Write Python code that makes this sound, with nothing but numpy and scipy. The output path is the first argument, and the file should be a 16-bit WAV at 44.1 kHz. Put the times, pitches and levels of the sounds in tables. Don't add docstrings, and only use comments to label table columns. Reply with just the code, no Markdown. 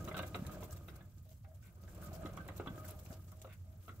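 import sys
import numpy as np
from scipy import signal
from scipy.fft import rfft, irfft, next_fast_len
from scipy.io import wavfile
from scipy.ndimage import map_coordinates

SR = 44100
rng = np.random.default_rng(int(sys.argv[2]) if len(sys.argv) > 2 else 0)


def generate_wav(signal):
    frames = np.transpose(np.atleast_2d(signal))
    scaled = np.clip(frames, -1, 1) * 32767
    pcm = np.round(scaled).astype(np.int16)
    wavfile.write(sys.argv[1], SR, pcm)


N = 176400


def amp(db):
    return 10 ** (np.asarray(db) / 20)


def unit(x):
    return x / np.sqrt(np.mean(x ** 2) + 1e-20)


def along(points, hz):
    knots_hz, values = np.transpose(points)
    return np.interp(np.log(hz + 1), np.log(knots_hz + 1), values)


def curve(rows):
    return np.interp(np.arange(N) / SR, *np.transpose(rows))


def wobble(rate):
    knots = rng.standard_normal(int(N * rate / SR) + 4)
    return map_coordinates(knots, [np.arange(N) * rate / SR])


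def filtered(x, response):
    n = x.shape[-1]
    padded = next_fast_len(n + 8192)
    return irfft(rfft(x, padded) * response(np.fft.rfftfreq(padded, 1 / SR)), padded)[..., :n]


def ringing(modes, f):
    return sum((-1) ** k * amp(db) * 1j * f * width / (hz * hz - f * f + 1j * f * width)
               for k, (hz, width, db) in enumerate(modes))


def band(x, edges_hz, kind, order):
    return signal.sosfilt(signal.butter(order, edges_hz, kind, fs=SR, output='sos'), x)


def add(track, start, sound):
    i = max(round(start * SR), 0)
    track[..., i:i + sound.shape[-1]] += sound[..., :max(N - i, 0)]


def envelope(t, length, rise_s, fall_s):
    return (1 - np.exp(-t / rise_s)) * np.exp(-np.maximum(t - 0.88 * length, 0) / fall_s)


def strokes(rows):
    out, t = np.zeros(N), np.arange(SR // 2) / SR
    for start, length, db in rows:
        add(out, start, amp(db) * envelope(t, length, rise_s=0.00079, fall_s=0.0066))
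    return out


# frequency in Hz, coherence from 0 to 1.
COHERENCE = [(100, .95), (380, .96), (700, .78), (1400, .52), (2800, .15), (6000, .02)]

def spread(pair):
    def weights(hz):
        angle = np.arccos(np.clip(along(COHERENCE, hz), -1, 1)) / 2
        return np.array([np.cos(angle), np.sin(angle)])
    mid, side = filtered(pair, weights)
    return np.array([mid + side, mid - side])


def grainy_noise(response, grain_db):
    grains = rng.standard_normal((2, N)) * amp(grain_db * wobble(900))
    return unit(spread(filtered(grains, response)))


# frequency in Hz, level in dB.
HUM_TONES = [(90.2, -58), (100, -63)]
# frequency in Hz, relative level in dB.
AIR_SPECTRUM = [(20, 2), (45, -0.5), (68, 18.5), (110, 12.5), (175, 4), (260, -5.5), (400, -34),
                (1000, -27), (3000, -36.5), (8000, -71), (15000, -48)]

def room_tone():
    hum, t = np.zeros(N), np.arange(N) / SR
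    for hz, db in HUM_TONES:
        gain = amp(db + 4.5 * wobble(8.5))
        phase = 2 * np.pi * (hz * t + rng.random()) + 0.35 * wobble(3.8)
        hum += gain * unit(np.sin(phase))
    return hum + amp(-56.5) * grainy_noise(lambda hz: amp(along(AIR_SPECTRUM, hz)), grain_db=2)


def reverberation(x, t60_s=0.16):
    t = np.arange(SR // 3) / SR
    tail = spread(rng.standard_normal((2, len(t))) * amp(-60 * t / t60_s) * (t > .003))
    tail = band(tail / np.linalg.norm(tail[0]), [350, 2800], 'band', order=1)
    return signal.fftconvolve(x, tail, axes=1)[:, :N]


# frequency in Hz, relative level in dB.
PAW_SPECTRUM = [(300, 6), (1200, -5.5), (3000, -4), (5000, -2.5), (7500, 1.5), (10000, -5), (12500, 1),
                (15500, 1)]

def paw_colour(hz):
    return amp(along(PAW_SPECTRUM, hz))


FLICKER_BANDS_HZ = [3540, 7700, 10100, 14900]

def flicker(x, depth_db=3):
    bands = [filtered(x, lambda hz: np.interp(hz, FLICKER_BANDS_HZ, share))
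             for share in np.eye(len(FLICKER_BANDS_HZ))]
    return unit(sum(amp(depth_db * wobble(110)) * part for part in bands))


# time in seconds, relative level in dB.
RUSTLE_LEVELS = [(0, -61), (.4, -62.5), (1.1, -70.5), (1.25, -70), (1.42, -73), (1.75, -72), (2.05, -63),
                 (2.4, -67.5), (2.95, -63), (3.62, -71), (4, -67.5)]

def rustle():
    gain = amp(curve(RUSTLE_LEVELS) - 1.5 + 1.1 * wobble(35))
    return gain * flicker(grainy_noise(paw_colour, grain_db=-0.5))


# time in seconds, relative level in dB.
TURNING_LEVELS = [(0, -53), (.22, -55.5), (.31, -60), (.37, -55), (.52, -53.5), (.83, -65), (.96, -61),
                  (1.13, -76.5), (1.42, -84), (1.75, -71.5), (1.92, -61), (2.14, -55.5), (2.38, -56),
                  (2.55, -59.5), (2.72, -57.5), (3.14, -64), (3.26, -69.5), (3.6, -79), (4, -67.5)]
# frequency in Hz, relative level in dB.
ROLL_SPECTRUM = [(200, -3), (255, -19), (330, -2.5), (430, -12), (600, -6), (880, -20), (1270, -16),
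                 (1600, -20.5), (1850, -30.5), (2300, -25.5), (6000, -35.5)]
SWAY_SPECTRUM = [(20, -19), (45, -0.5), (65, 3), (115, 0), (185, 1), (260, -18), (500, -47.5)]
# frequency in Hz, bandwidth in Hz, relative level in dB.
HOLLOW_MODES = [(305, 44, 14), (1240.3, 17.7, 14.5), (1604, 37, 4)]

def wheel():
    def roll_colour(hz):
        return amp(along(ROLL_SPECTRUM, hz)) / (1 + (200 / (hz + 1)) ** 4) / (1 + (hz / 5000) ** 4)
    def hollow_colour(hz):
        return ringing(HOLLOW_MODES, hz) / (1 + (hz / 2200) ** 4)
    def sway_colour(hz):
        return amp(along(SWAY_SPECTRUM, hz))
    roll = amp(-1.5 + 1.8 * wobble(45)) * grainy_noise(roll_colour, grain_db=2.5)
    hollow = amp(-4 + 2.2 * wobble(15)) * grainy_noise(hollow_colour, grain_db=11.5)
    sway = amp(5 + 0.77 * wobble(18)) * grainy_noise(sway_colour, grain_db=1.5)
    return amp(curve(TURNING_LEVELS)) * (roll + hollow + sway)


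# start in seconds, length in seconds, level in dB, pitch in Hz.
AXLE_RUBS = [(0.069, 0.22, -58, 623), (0.463, 0.29, -61, 612), (1.246, 0.079, -70, 626),
             (1.441, 0.12, -65, 630.4), (2.017, 0.043, -57, 1244), (2.107, 0.19, -57.5, 632),
             (2.39, 0.029, -55.5, 1540), (2.777, 0.042, -59, 1251), (2.748, 0.27, -62.5, 622),
             (3.1, 0.037, -57, 635), (3.317, 0.2, -67.5, 631), (3.641, 0.13, -70, 639)]

def axle(width_hz=9.7, reach_hz=166):
    out, t = np.zeros((2, N)), np.arange(SR // 2) / SR
    for start, length, db, hz in AXLE_RUBS:
        modes = [(hz, width_hz, 0), (hz * 1.26, 2 * width_hz, -9)]
        force = rng.standard_normal((2, len(t)))
        note = spread(filtered(force, lambda f: ringing(modes, f) / (1 + ((f - hz) / reach_hz) ** 4)))
        swell = np.abs(signal.hilbert(unit(note.mean(0))))
        note = unit(note / (swell + 1))
        add(out, start, amp(db) * envelope(t, length, rise_s=0.0025, fall_s=0.024) * note)
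    roughness = unit(amp(3 * wobble(130)))
    return out * roughness


# frequency in Hz, bandwidth in Hz, relative level in dB.
DRUM_MODES = [(646, 73, -0.5), (1333, 52, 3), (1570, 84, 1.5), (2088, 266, -4.5), (2835, 310, -5.5),
              (3380, 91, 0), (3880, 180, 1)]

def drum(f):
    modes = [(hz * (1 + .025 * rng.standard_normal()), width, db + 3 * rng.standard_normal())
             for hz, width, db in DRUM_MODES]
    wall = amp(-14) / (1 + 1j * f / 1200)
    return ringing(modes, f) + wall


# start in seconds, length in seconds, level in dB.
PAW_DRAGS = [(.92, .1, -75), (1.625, 0.077, -72), (3.49, 0.058, -64.5)]

def drags(corner_hz=1940, wall_gain=0.98):
    def colour(hz):
        ratio = hz / corner_hz
        return (ringing(DRUM_MODES, hz) + 1j * wall_gain) * ratio ** 2 / (1 + ratio ** 5)
    return strokes(PAW_DRAGS) * grainy_noise(colour, grain_db=-3.5)


def claw_ticks(per_s=800, pitch_range_hz=(2500, 15000), t60_s=.007):
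    out, t = np.zeros((2, N)), np.arange(SR // 100) / SR
    for when, pitch, size, side in rng.random((round(per_s * N / SR), 4)):
        hz = np.interp(pitch, [0, 1], pitch_range_hz)
        size_db = -2 * np.log(1 - size)
        tick = np.sin(2 * np.pi * hz * t) * amp(size_db - 60 * t / t60_s)
        add(out, when * N / SR, np.outer([np.cos(np.pi * side), np.sin(np.pi * side)], tick))
    return unit(spread(filtered(out, paw_colour)))


# start in seconds, length in seconds, relative level in dB.
PAW_SCUFFS = [(0.043, 0.0089, -55), (.084, 0.0096, -56), (.166, 0.027, -51.5), (.222, 0.0061, -56.5),
              (.263, 0.014, -53.5), (.346, 0.022, -57.5), (.465, 0.0049, -50.5), (.512, 0.047, -58.5),
              (.606, .02, -61), (.632, 0.022, -55.5), (.706, 0.033, -55.5), (.762, 0.017, -60.5),
              (.878, 0.029, -64.5), (.955, 0.011, -61.5), (1.181, 0.0029, -65), (1.288, 0.05, -67),
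              (1.543, 0.019, -69), (1.62, 0.066, -69), (1.81, 0.043, -69.5), (1.875, 0.071, -67),
              (1.947, 0.0062, -61.5), (2.015, 0.063, -60), (2.13, 0.039, -57.5), (2.254, 0.029, -62.5),
              (2.33, 0.009, -61), (2.365, 0.011, -62), (2.477, 0.0073, -57), (2.562, 0.022, -55),
              (2.755, 0.04, -64.5), (2.845, 0.026, -57), (2.877, 0.02, -53), (2.903, 0.011, -54),
              (2.99, 0.009, -58), (3.05, 0.02, -63), (3.087, 0.062, -65.5), (3.127, 0.017, -65.5),
              (3.317, 0.0053, -62.5), (3.416, 0.0096, -54), (3.525, 0.026, -66.5), (3.815, 0.087, -68)]

def scuffs():
    claws = amp(-2) * claw_ticks()
    brushing = grainy_noise(paw_colour, grain_db=0)
    return amp(0.5) * strokes(PAW_SCUFFS) * flicker(brushing + claws)


# time in seconds, peak level in dB.
LANDINGS = [(0.077, -37), (0.397, -39.5), (0.425, -32), (0.567, -44), (2.268, -40), (2.675, -35),
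            (2.709, -37.5), (3.107, -39.5)]

def thumps(width_s=0.0015):
    out, t = np.zeros(N), np.arange(-SR // 50, SR // 50) / SR
    u = t / width_s
    pulse = (1 - u ** 2) * np.exp(-u ** 2 / 2)
    for centre, db in LANDINGS:
        add(out, centre + t[0], amp(db) * pulse)
    return out


def blow(t, rise_s=0.00059, rattle_s=0.0078):
    force = rng.standard_normal((2, len(t))) * np.exp(-t / rattle_s) * (1 - np.exp(-t / rise_s))
    force[0, 0] += 6.75
    return force


# start in seconds, relative level in dB.
FOOTFALLS = [(0.45, -43), (0.544, -46), (0.698, -49), (1.007, -46), (1.513, -61), (1.877, -48),
             (2.024, -46), (2.844, -42.5), (2.888, -43.5), (3.105, -48)]

def taps(gain_db=11.5):
    out, t = np.zeros((2, N)), np.arange(SR // 8) / SR
    for start, db in FOOTFALLS:
        tap = band(spread(filtered(blow(t), drum)), [500, 1700], 'band', order=2)
        add(out, start, amp(gain_db + db) * tap / np.linalg.norm(tap.mean(0)))
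    return out


# lower limit in Hz, upper limit in Hz.
BODY_RING_EDGE_HZ = [(180, 847), (1050, 2330), (2100, 4900)]
# start in seconds, relative ring level in dB,
# body and edge levels in dB above the ring, body pitch in Hz, ring pitch in Hz.
AXLE_KNOCKS = [(0.075, -42, 2, -5.5, 263, 1340), (0.0825, -39.5, 3, -7, 368, 1300),
               (0.1125, -40.5, 3, -8, 608, 1590), (0.1433, -36, -6, -8, 624, 1540),
               (0.1665, -35.5, -1.5, -5.5, 330, 1330), (0.1786, -37.5, -9, -4.5, 565, 1330),
               (0.1904, -32.5, 0, -5.5, 590, 1540), (0.231, -39.5, 3, -5, 573, 1570),
               (0.3443, -35, -1, -3.5, 400, 1335), (0.3541, -47.5, 13.5, -11, 302, 1350),
               (0.626, -47.5, 9, -3, 362, 1030), (0.8825, -46.5, -0.5, -2.5, 397, 1340),
               (1.446, -59, -4, -3, 645, 1380), (2.2573, -40, 3, -7.5, 650, 1275),
               (2.373, -39, -5, -11, 750, 1360), (2.485, -43, 1, -5.5, 576, 1066),
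               (2.597, -41, 11.5, -11, 390, 1340), (2.6599, -42.5, 1, -17, 265, 1210),
               (2.6714, -37.5, 2.5, -4, 256, 1540), (3.317, -52, -10, -15, 616, 1190),
               (3.4445, -47, 5, -11, 550, 1310), (3.471, -56.5, 6, -1, 400, 1170),
               (3.8789, -44, -2, -13, 259, 1310), (3.891, -41.5, -7, -11.5, 295, 1370)]

def knocks(gain_db=15, full_brightness_db=-33.5):
    out, t = np.zeros((2, N)), np.arange(SR // 8) / SR
    for start, db, body_db, edge_db, body_hz, ring_hz in AXLE_KNOCKS:
        spot_modes = [(body_hz, 122, 4.5), (ring_hz, 94, 4.5)]
        knock = spread(filtered(blow(t), lambda f: drum(f) / 2 + ringing(spot_modes, f)))
        cutoff_hz = 4100 * amp(min(db - full_brightness_db, 0) / 4)
        knock = band(knock, cutoff_hz, 'low', order=4)
        for limits_hz, part_db in zip(BODY_RING_EDGE_HZ, [body_db, 0, edge_db]):
            part = band(knock, limits_hz, 'band', order=4)
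            add(out, start, amp(gain_db + db + part_db) * part / np.linalg.norm(part.mean(0)))
    return out


# frequency in Hz, left minus right level in dB.
LEVEL_DIFFERENCE = [(250, -1.2), (680, 1.5), (1300, -1.5), (5500, -2), (7500, -3.5), (10000, 5.5)]

def scene():
    near = knocks() + taps() + scuffs() + drags() + rustle() + thumps()
    mix = near + amp(-3.5) * reverberation(near) + wheel() + axle() + room_tone()
    sides, left_lag_s = np.array([[.5], [-.5]]), .00007
    def placement(hz):
        balance = amp(along(LEVEL_DIFFERENCE, hz)) ** sides
        return balance * np.exp(-2j * np.pi * hz * left_lag_s * sides)
    return filtered(mix, placement)


def record(dry):
    return filtered(dry, lambda hz: hz < 15750)


dry = scene()
out = record(dry)
generate_wav(out)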